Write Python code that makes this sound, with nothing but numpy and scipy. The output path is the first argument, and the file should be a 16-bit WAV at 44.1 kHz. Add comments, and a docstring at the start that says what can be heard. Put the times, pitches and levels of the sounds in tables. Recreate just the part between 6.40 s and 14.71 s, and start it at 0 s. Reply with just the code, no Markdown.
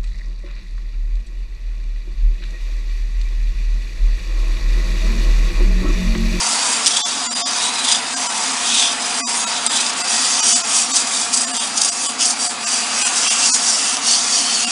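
"""Grit hisses along a thin wooden spindle as a strip of abrasive, then a folded pad, is rubbed to and fro.
Dense random clicks are coloured by the paper's rings and whistles; they swell where it snags and slips off beads.
A running lathe drones below: noise shaped by casing, spindle and tailstock, plus steady sines from motor and shaft.
The strip's edge flicks once, and now and then the whole sound thins to a few tones for a moment."""
import sys
import numpy as np
from scipy import signal
from scipy.fft import rfft, irfft
from scipy.io import wavfile
from scipy.ndimage import uniform_filter1d

SR = 44100
rng = np.random.default_rng(int(sys.argv[2]) if len(sys.argv) > 2 else 0)


def to_wav(s):
    """Save 16-bit WAV."""
    ch = np.atleast_2d(s).T  # columns
    pcm = np.round(np.clip(ch, -1, 1) * 32767)  # PCM
    wavfile.write(sys.argv[1], SR, pcm.astype(np.int16))


N = 366471  # length in samples


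def gain_of(db):
    """Amplitude gain of a level in dB."""
    return 10 ** (np.asarray(db) / 20)


def evened(x):
    """Scales x to rms 1."""
    return x / np.sqrt(np.mean(x ** 2) + 1e-20)


def read(points, hz):
    """Reads a spectrum curve between its points, along log frequency."""
    f, value = np.transpose(points)
    return np.interp(np.log(hz + 1), np.log(f + 1), value)


def curves(rows, t):
    """Reads each column of a table at times t; the first column is time in seconds."""
    s, *columns = np.transpose(rows)
    return [np.interp(t, s, c) for c in columns]


def bump(hz, centre_hz, width):
    """Power gain of a steep resonance, 1 at its centre."""
    return 1 / (1 + (2 * (hz - centre_hz) / width) ** 2) ** 2


def ring(hz, centre_hz, width):
    """A resonance whose power sums to 1 over frequency."""
    shape = bump(hz, centre_hz, width)
    return shape / shape.sum(0)


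def share(power, hz, lo_hz, hi_hz):
    """Scales a spectrum so that one band holds power 1."""
    in_band = (hz[:, 0] > lo_hz) & (hz[:, 0] < hi_hz)
    return power / power[in_band].sum(0)


def drift(shape, span_t, span_f=1):
    """Random field over frequency and time, smoothed into patches, rms 1."""
    field = rng.standard_normal(shape[::-1]).T
    for _ in range(2):
        field = uniform_filter1d(field, max(int(span_t), 1), 1)
        field = uniform_filter1d(field, max(int(span_f), 1), 0)
    return evened(field)


def colour(x, magnitude, size):
    """Shapes x by a magnitude that is a function of (Hz column, s row)."""
    overlap = size * 3 // 4
    hz, t, z = signal.stft(x, SR, nperseg=size, noverlap=overlap)
    return signal.istft(z * magnitude(hz[:, None], t), SR, nperseg=size, noverlap=overlap)[1][:N]


# Steady tones of motor and shaft. Each row: frequency in Hz.
SHAFT_HZ = (72.9, 146.1, 236, 356, 398, 598, 679)
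# Their levels before the sway. Each row: rms level in dB.
SHAFT_DB = (-64.5, -58.5, -47.5, -61, -61.5, -62, -47.5)
SHAFT_WAVER, SHAFT_SWAY_DB = 0.00407, 1  # rms share by which the speed wavers; rms swell of each tone


def shaft():
    """Sines locked to one slightly wavering speed, each swelling on its own."""
    t = np.arange(N) / SR
    slow = drift((len(SHAFT_HZ) + 1, N // 512 + 2), 12.0)
    slow = [np.interp(t, np.arange(len(v)) * 512 / SR, v) for v in slow]
    turns = np.cumsum(1 + SHAFT_WAVER * slow[-1]) / SR
    total = np.zeros(N)
    for hz, db, sway in zip(SHAFT_HZ, SHAFT_DB, slow):
        level = np.sqrt(2) * gain_of(db + SHAFT_SWAY_DB * sway)
        total += level * np.sin(2 * np.pi * (hz * turns + rng.random()))
    return total


# Load on the machine. Each row: time in seconds, drone drive in dB, tailstock ring against the drone in dB.
MACHINE = [(0, -29, -27), (.34, -28, -3), (.69, -32.5, -16), (1.38, -29.5, -6), (1.73, -31, -13),
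           (2.08, -29, -11), (2.42, -30.5, -2.5), (2.77, -29.5, -12), (3.46, -29.5, -12), (3.81, -28, -10),
           (4.16, -30.5, -5), (5.2, -32, -9.5), (5.54, -34.5, -5.5), (6.23, -32.5, -9), (6.58, -28.5, -9),
           (7.27, -30, -19), (7.7, -30.5, -15), (8.31, -31, 2.5)]
# Tone of motor, belt, bearings and fan. Each row: frequency in Hz, relative level in dB per Hz.
DRONE = [(25, -25), (60, -35), (102, -22.5), (170, -19), (242, -4), (390, -13.5), (588, -8.5), (715, -3.5),
         (1150, -2), (1460, -3.5), (2300, -5), (4200, -5.5), (7000, -46), (10200, -12), (11000, -43)]
# The spindle rings under the strip and the pad damps it.
# Each row: time in seconds, frequency in Hz, level against the drone in dB.
SPINDLE = [(0, 980, -5), (.5, 920, -5.5), (.8, 940, -2), (1.15, 990, -7.5), (1.45, 920, -9), (1.9, 955, -1),
           (2.3, 920, -6), (2.6, 914, -3.5), (2.95, 930, -2.5), (3.3, 865, -5), (3.6, 940, -13),
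           (3.9, 900, -12), (6, 910, -6), (8.31, 900, -27)]
# Casing resonances. Each row: centre in Hz.
CASING_HZ = (73, 212, 236, 262, 451, 528, 713, 770, 1010, 1139, 1240, 1356)
# The same resonances. Each row: width in Hz, rms level in dB, the upper ones once the pad has taken over.
CASING = [(25, -66), (14, -48.5), (20, -48), (16, -44), (25, -50), (35, -52), (24, -39), (40, -44.5),
          (40, -61), (30.4, -41), (40, -44.5), (44.5, -42.5)]
# The upper casing rings are weaker until the pad takes over. Row: rise start in seconds, rise end in seconds.
CASING_RISE_S = (3.4, 3.9)
CASING_EARLY_DB = -0.5  # upper casing rings before the rise
SPINDLE_WIDTH, TAIL_HZ, TAIL_WIDTH = 160, 2520, 170  # Hz


def lathe():
    """Noise shaped into a broad drone with steady casing rings; spindle and tailstock rings rise and fall."""
    def magnitude(hz, t):
        drone_db, tail_db = curves(MACHINE, t)
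        spindle_hz, spindle_db = curves(SPINDLE, t)
        sway_db = 1.75 * drift((2, len(t)), 8.5)  # each ring swells and fades slowly at random
        waver = 1 + 0.021 * drift((2, len(t)), 6.5)  # the pitch of both rings wavers slightly at random
        power = gain_of(-1.5) ** 2 * share(gain_of(read(DRONE, hz)) ** 2, hz, 590, 1540)
        spindle = ring(hz, spindle_hz * waver[0], SPINDLE_WIDTH)
        power = power + gain_of(spindle_db + sway_db[0]) ** 2 * spindle
        tailstock = ring(hz, TAIL_HZ * waver[1], TAIL_WIDTH)
        power = power + gain_of(tail_db + sway_db[1]) ** 2 * tailstock
        follows = np.clip(hz / 900, .2, 1)  # the bass is steadier, the upper drone follows the load
        power *= gain_of(drone_db.mean() + follows * (drone_db - drone_db.mean())) ** 2
        power *= gain_of(1.8 * drift(power.shape, 4.5, 3.5)) ** 2  # the broad drone is patchy
        casing = sum(gain_of(db) ** 2 * ring(hz, f, w) for f, (w, db) in zip(CASING_HZ, CASING))
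        early_db = np.interp(t, CASING_RISE_S, (CASING_EARLY_DB, 0)) * (hz > 600)
        power += casing * gain_of(early_db) ** 2
        return np.sqrt(power * len(hz))
    return colour(rng.standard_normal(N), magnitude, size=4096)


# The stiff edge of the strip flicks free.
# Row: middle in seconds, peak in dB before the microphone, frequency in Hz, length in seconds.
TICK = (3.265, 4, 8400, .0009)


def flick():
    """A few bright cycles of a sine under a bell-shaped swell."""
    s, db, hz, length = TICK
    u = np.arange(N) / SR - s
    return gain_of(db) * np.sin(2 * np.pi * hz * u) * np.exp(-(2 * u / length) ** 2)


# Strokes of the paper along the wood. Each row: peak in seconds, rise in seconds, fall in seconds,
# hiss in dB, low body of the bent paper against the hiss in dB, fine dust hiss against the hiss in dB.
STROKES = [(.08, .3, 0.18, -21.5, -15, -3), (.31, 0.24, 0.14, -23, -12, 0.5),
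           (.55, 0.21, 0.34, -23, -3.5, -2), (.97, 0.18, 0.34, -27.5, -0.5, 2.5),
           (1.13, 0.22, 0.11, -27.5, -6, -8), (1.25, 0.11, 0.062, -24, -2, -0.5),
           (1.36, 0.08, 0.11, -30.5, 1, 0), (1.52, 0.11, 0.089, -25, 3.5, 0.5),
           (1.81, 0.19, 0.2, -25, -13.5, -2.5), (2.06, 0.21, 0.2, -26, -6, -1),
           (2.4, 0.2, 0.15, -20.5, 1, -1.5), (2.67, 0.11, 0.65, -30, -9.5, -1.5),
           (2.99, 0.44, 0.13, -26.5, -10, 2.5), (3.16, 0.13, 0.057, -25.5, -3, -4.5),
           (3.39, 0.19, 0.096, -24.5, 1, 0), (3.49, 0.073, 0.03, -25, -11, -2.5),
           (3.74, 0.1, 0.12, -20, -10, -1), (3.87, 0.098, 0.32, -20, -9, -2),
           (4.111, 0.12, 0.13, -17, -10, -1), (4.371, 0.11, 0.1, -19, -8, 1.5),
           (4.57, 0.077, 0.088, -18.5, -13, -1.5), (4.77, 0.12, 0.14, -22.5, -9, 0.5),
           (4.98, 0.086, 0.12, -22, -26, 0), (5.21, 0.19, 0.11, -26, -1, 2.5),
           (5.45, 0.13, 0.079, -22, -9.5, -2), (5.55, 0.18, 0.15, -27.5, -39, -2.5),
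           (5.66, 0.13, 0.086, -27, 4, 5), (5.82, 0.029, 0.048, -16.5, -9.5, -4),
           (5.87, 0.035, 0.074, -19.5, -23, -1.5), (6.04, 0.073, 0.11, -24.5, -18, 1.5),
           (6.329, 0.11, 0.17, -21.5, -10, -0.5), (6.54, 0.029, 0.063, -24, -29, -8),
           (6.66, 0.17, 0.048, -21, -7, 1.5), (6.78, 0.11, 0.082, -23, -15, 0.5),
           (6.91, 0.13, 0.071, -19.5, -3, -1), (7.05, 0.12, 0.15, -18, -10, -2.5),
           (7.15, 0.11, 0.028, -17.5, -36, -1.5), (7.3, 0.11, 0.1, -19.5, -22, -2),
           (7.51, 0.49, 0.086, -22, -8, -1), (7.71, 0.078, 0.12, -16.5, -9.5, -4.5),
           (7.98, 0.17, 0.056, -19.5, -20, -4), (8.2, 0.61, 0.21, -21.5, -9, -2)]
# A stroke is this far down one rise before and one fall after its peak; point 1 = pointed, 2 = round.
STROKE_DROP_DB, STROKE_POINT = 11.5, 2.12
TOUCH_DB, TOUCH_BEND_DB, TOUCH_DUST_DB = -35.5, -21.5, 0  # the paper barely touching, between strokes


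def strokes(t):
    """Hiss level, paper body and dust at times t: strokes add up in power, the loudest weigh most in the colour."""
    peak, rise, fall, hiss_db, bend_db, dust_db = np.transpose(STROKES)[:, :, None]
    u = np.where(t < peak, (peak - t) / rise, (t - peak) / fall)
    power = gain_of(hiss_db - STROKE_DROP_DB * np.minimum(u, 9) ** STROKE_POINT) ** 2
    touch = gain_of(TOUCH_DB) ** 2
    total = power.sum(0) + touch
    bend = ((power * bend_db).sum(0) + touch * TOUCH_BEND_DB) / total
    dust = ((power * dust_db).sum(0) + touch * TOUCH_DUST_DB) / total
    return 10 * np.log10(total), bend, dust


# Grit on wood. Each row: frequency in Hz, relative level in dB per Hz.
GRIT = [(1500, -34.5), (2600, -17), (4000, -13), (4330, -12), (4600, -2), (5250, -3.5), (6000, -3),
        (7300, -2.5), (9000, -4), (10000, -7.5), (10500, -14.5), (10900, -26), (14000, -36)]
# Fixed rings of the paper. 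Each row: frequency in Hz, width in Hz, level against the grit in dB.
PAPER = [(5810, 300, 0), (6600, 250, -3), (7670, 500, -1), (8800, 300, -3)]
# Pitch of the bent paper as the grip changes. Each row: time in seconds, frequency in Hz.
BEND = [(0, 3400), (.33, 3300), (.43, 3500), (.75, 3660), (1.5, 3580), (1.8, 3140), (2.35, 3540),
        (2.65, 3140), (3.35, 3680), (3.65, 3420), (4, 3350), (4.4, 3270), (4.6, 3520), (5.5, 3430),
        (6.2, 2680), (7.1, 3040), (7.4, 3000), (7.8, 3380), (8.31, 3030)]
# Narrow whistling scrapes in the hiss.
# Each row: start in seconds, end in seconds, start pitch in Hz, end pitch in Hz, peak against the hiss in dB.
WHISTLES = [(0.09, .42, 4500, 4640, -6), (.52, 0.677, 3370, 3470, -2.5), (0.757, 1.185, 5054, 4640, -2.5),
            (1.22, 1.33, 3850, 3880, -1), (1.296, 1.435, 3930, 3900, 1.5), (1.486, 1.738, 3500, 3800, -7),
            (1.502, 1.78, 4860, 5050, -3.5), (0.835, 0.928, 7020, 7240, 4), (2.2, 2.44, 3780, 3750, -10),
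            (2.362, 2.573, 3320, 3750, -5), (2.56, 2.76, 5080, 4880, -1), (2.75, 2.952, 4750, 4940, -4),
            (2.97, 3.06, 6600, 6560, -3), (3.05, 3.24, 3800, 3850, -6.5), (3.3, 3.44, 3800, 4150, -5),
            (3.4, 3.53, 3650, 3600, -6), (3.3, 3.53, 4880, 4900, -6), (3.62, 4, 4830, 4700, -9),
            (3.993, 4.17, 5800, 5680, -3.5), (4.34, 4.543, 5760, 5470, -1.5), (4.7, 4.9, 4660, 4600, -19),
            (5.904, 6.098, 4900, 4660, -9), (6.198, 6.68, 4760, 4840, -11), (6.74, 6.92, 3900, 3920, -15.5),
            (6.552, 6.72, 2620, 2630, -9), (6.85, 7.1, 2700, 2750, -15), (7.276, 7.8, 2670, 2850, -14),
            (7.617, 7.847, 4320, 4700, -5.5), (7.898, 8.3, 4540, 4350, -4.5), (7.96, 8.15, 3050, 3100, -7),
            (8.15, 8.31, 2790, 2750, -9)]
BEND_WIDTH, WHISTLE_WIDTH, REST_HZ, REST_WIDTH = 1100, 190, 4780, 500  # Hz
REST_DB, REST_FOLLOWS = -34, 0.39  # ring of the tool rest at a hiss of -25 dB, and its share of any swell


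def paper_colour(hz, t):
    """Grit spectrum, tilted by the stroke, with the rings and whistles of the moment."""
    hiss_db, bend_db, dust_db = strokes(t)
    bend_hz, = curves(BEND, t)
    rest_db = REST_DB + REST_FOLLOWS * (hiss_db + 25) - hiss_db  # against the hiss
    rings = sum(gain_of(db) ** 2 * bump(hz, f, w) for f, w, db in PAPER)
    hiss = share(gain_of(read(GRIT, hz)) ** 2 * (1 + rings), hz, 4400, 7200)
    power = hiss * gain_of(dust_db * np.clip((hz - 6300) / 1500, 0, 1)) ** 2  # dust tilts the top
    power += gain_of(bend_db) ** 2 * ring(hz, bend_hz, BEND_WIDTH)
    power += gain_of(rest_db) ** 2 * ring(hz, REST_HZ, REST_WIDTH)
    for start, end, start_hz, end_hz, db in WHISTLES:
        u = np.clip((t - start) / (end - start), 0, 1)
        whistle = ring(hz, start_hz + u * (end_hz - start_hz), WHISTLE_WIDTH)
        power += gain_of(db) ** 2 * np.sin(np.pi * u) * whistle
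    # short broad patches, then long narrow ones
    patches_db = 1.8 * drift(power.shape, 4.5, 5.5) + 1.4 * drift(power.shape, 17.5, 2.5)
    return np.sqrt(power * len(hz)) * gain_of(patches_db)


# The paper catches on a bead, a swell of grit. Each row: middle in seconds, level in dB, length in seconds.
SNAGS = [(0.449, -22, 0.0055), (0.476, -18.5, 0.015), (0.57, -18, 0.01), (1.393, -24, 0.016),
         (1.45, -20.5, 0.012), (1.489, -21, 0.0092), (1.502, -23, .008), (1.523, -19.5, 0.018),
         (1.554, -25, .012), (2.3, -32, 0.013), (2.335, -36, 0.0084), (2.383, -25, .02), (2.4, -18, 0.009),
         (2.426, -23, .008), (2.46, -25, .01), (2.526, -25.5, .015), (2.624, -26, .009),
         (2.662, -24, 0.013), (3.32, -27, .012), (3.366, -20.5, 0.015), (3.41, -23, 0.011),
         (3.501, -23.5, .015), (3.533, -27, 0.0092), (3.608, -26, 0.078), (4.569, -13.5, 0.011),
         (4.614, -26, 0.017), (4.675, -22, 0.009), (4.942, -15, 0.017), (4.977, -17.5, 0.015),
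         (5.014, -17.5, 0.0099), (5.15, -34, 0.018), (5.38, -17, 0.017), (5.418, -14.5, 0.0067),
         (5.435, -18, .006), (5.457, -19, 0.01), (5.484, -19.5, 0.02), (5.71, -41, 0.01),
         (5.858, -16.5, 0.014), (5.91, -21, 0.017), (6.77, -21.5, 0.025), (7.06, -17, 0.013)]
# The paper slips off a bead: grit bursts at once and dies away.
# Each row: start in seconds, level in dB, decay in seconds.
SNAPS = [(.4607, -4, .0016), (0.4663, -6.5, .0025), (0.471, -8, .002), (.4782, -8, .002),
         (.4968, -25, .001), (0.5706, -7.5, 0.0016), (1.337, -25, 0.0041), (1.5155, -13, .004),
         (2.3525, -21, 0.0027), (2.4115, -11, .001), (3.266, -17, .007), (3.465, -17, .006),
         (5.416, -13, .006), (5.447, -10, .005), (7.5687, -6, .001)]
SNAP_RISE_S = 0.00056


def rubbing():
    """Dense grit clicks in clumps, coloured by the paper; the force swells at each stroke, snag and snap."""
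    t = np.arange(N) / SR
    size = gain_of(1.3 * np.minimum(rng.exponential(1, N), 4)) * (rng.random(N) < .6)
    clumps_db = 0.63 * drift((1, N), 430.0)[0]
    grit = evened(size * rng.standard_normal(N) * gain_of(clumps_db))
    coarse_t = t[::64]
    force = gain_of(np.interp(t, coarse_t, strokes(coarse_t)[0])) ** 2  # in power
    for s, db, length in SNAGS:
        force += gain_of(db) ** 2 * np.exp(-(2 * (t - s) / length) ** 2)
    for s, db, decay in SNAPS:
        rise = np.clip((t - s) / SNAP_RISE_S, 0, 1)
        force += (gain_of(db) * rise * np.exp(-np.maximum(t - s, 0) / decay)) ** 2
    return colour(grit, paper_colour, size=1024) * np.sqrt(force)


# The whole sound thins to its few strongest tones, in one or more short steps.
# Each row: middle in seconds, number of steps, number of tones in a step.
THINNINGS = [(.636, 2, 8), (.892, 2, 9), (.945, 1, 2), (1.04, 2, 8), (1.755, 1, 9), (1.884, 1, 9),
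             (2.843, 3, 9), (3.058, 1, 7), (3.288, 1, 5), (3.632, 1, 7), (4.017, 1, 9), (4.145, 1, 14),
             (4.23, 1, 10), (4.528, 1, 10), (5.062, 1, 9), (5.126, 1, 9), (5.19, 1, 10), (5.51, 1, 5),
             (5.68, 1, 9), (6.087, 1, 9), (6.256, 1, 12), (6.641, 1, 12), (6.895, 1, 9), (7.121, 2, 16),
             (8.262, 1, 7)]
THIN_STEP_S, TONES_APART_HZ = .023, 330  # from one step to the next; least distance between tones
LOW_TONES_FAVOURED = .16  # exponent that ranks low tones higher
TONES_DB, NOISE_LEFT_DB = 3, -40  # boost of the tones; floor of the faded sound


def thinned(x):
    """In each step the noise fades out and in again while its strongest tones swell and fade in its place."""
    n = round(THIN_STEP_S * SR)
    swell = np.sin(np.pi * (np.arange(2 * n) + .5) / (2 * n))
    hz = np.fft.rfftfreq(2 * n, 1 / SR)
    missing, chirps = np.zeros(N), np.zeros(N)
    for s, steps, tones in THINNINGS:
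        for k in range(steps):
            at = round(s * SR + (k - (steps + 1) / 2) * n) + np.arange(2 * n)
            z = rfft(x[at] * swell)
            rank = abs(z) / (hz + 300) ** LOW_TONES_FAVOURED
            tops = signal.find_peaks(rank, distance=TONES_APART_HZ / hz[1])[0]
            strongest = tops[np.argsort(-rank[tops])[:tones]]
            kept = np.isin(np.arange(len(z)), strongest)
            chirps[at] += swell * irfft(z * kept, 2 * n) / swell.mean()
            missing[at] += swell ** 2
    left = np.sqrt(np.maximum(1 - missing, gain_of(NOISE_LEFT_DB) ** 2))
    return x * left + gain_of(TONES_DB) * chirps


def scene():
    """Sums lathe, shaft, rubbing and flick, thins the mix, and feeds it to both channels."""
    mix = lathe() + shaft() + rubbing() + flick()
    return np.tile(thinned(mix), (2, 1))


# The sound stops dead for an instant. Row: from in seconds, to in seconds.
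GAP = (3.5982, 3.6)
EDGE_HZ, TOP_HZ = 10950, 16000  # treble limit before clipping, and after it


def record(dry):
    """The microphone lacks deep bass and high treble; the loudest snaps clip and splash above its range."""
    thin = signal.sosfilt(signal.butter(1, 45, "high", fs=SR, output="sos"), dry)
    thin = thin / (1 + abs(thin / .95) ** 6) ** (1 / 6)  # the capsule rounds off peaks
    edge = signal.firwin(255, EDGE_HZ, window=("kaiser", 9), fs=SR)
    heard = signal.oaconvolve(thin, edge[None], "same")
    t = np.arange(N) / SR
    clipped = np.clip(heard, -.97, .97) * ((t < GAP[0]) | (t > GAP[1]))
    top = signal.firwin(255, TOP_HZ, window=("kaiser", 9), fs=SR)
    return signal.oaconvolve(clipped, top[None], "same")


dry = scene()
out = record(dry)
to_wav(out)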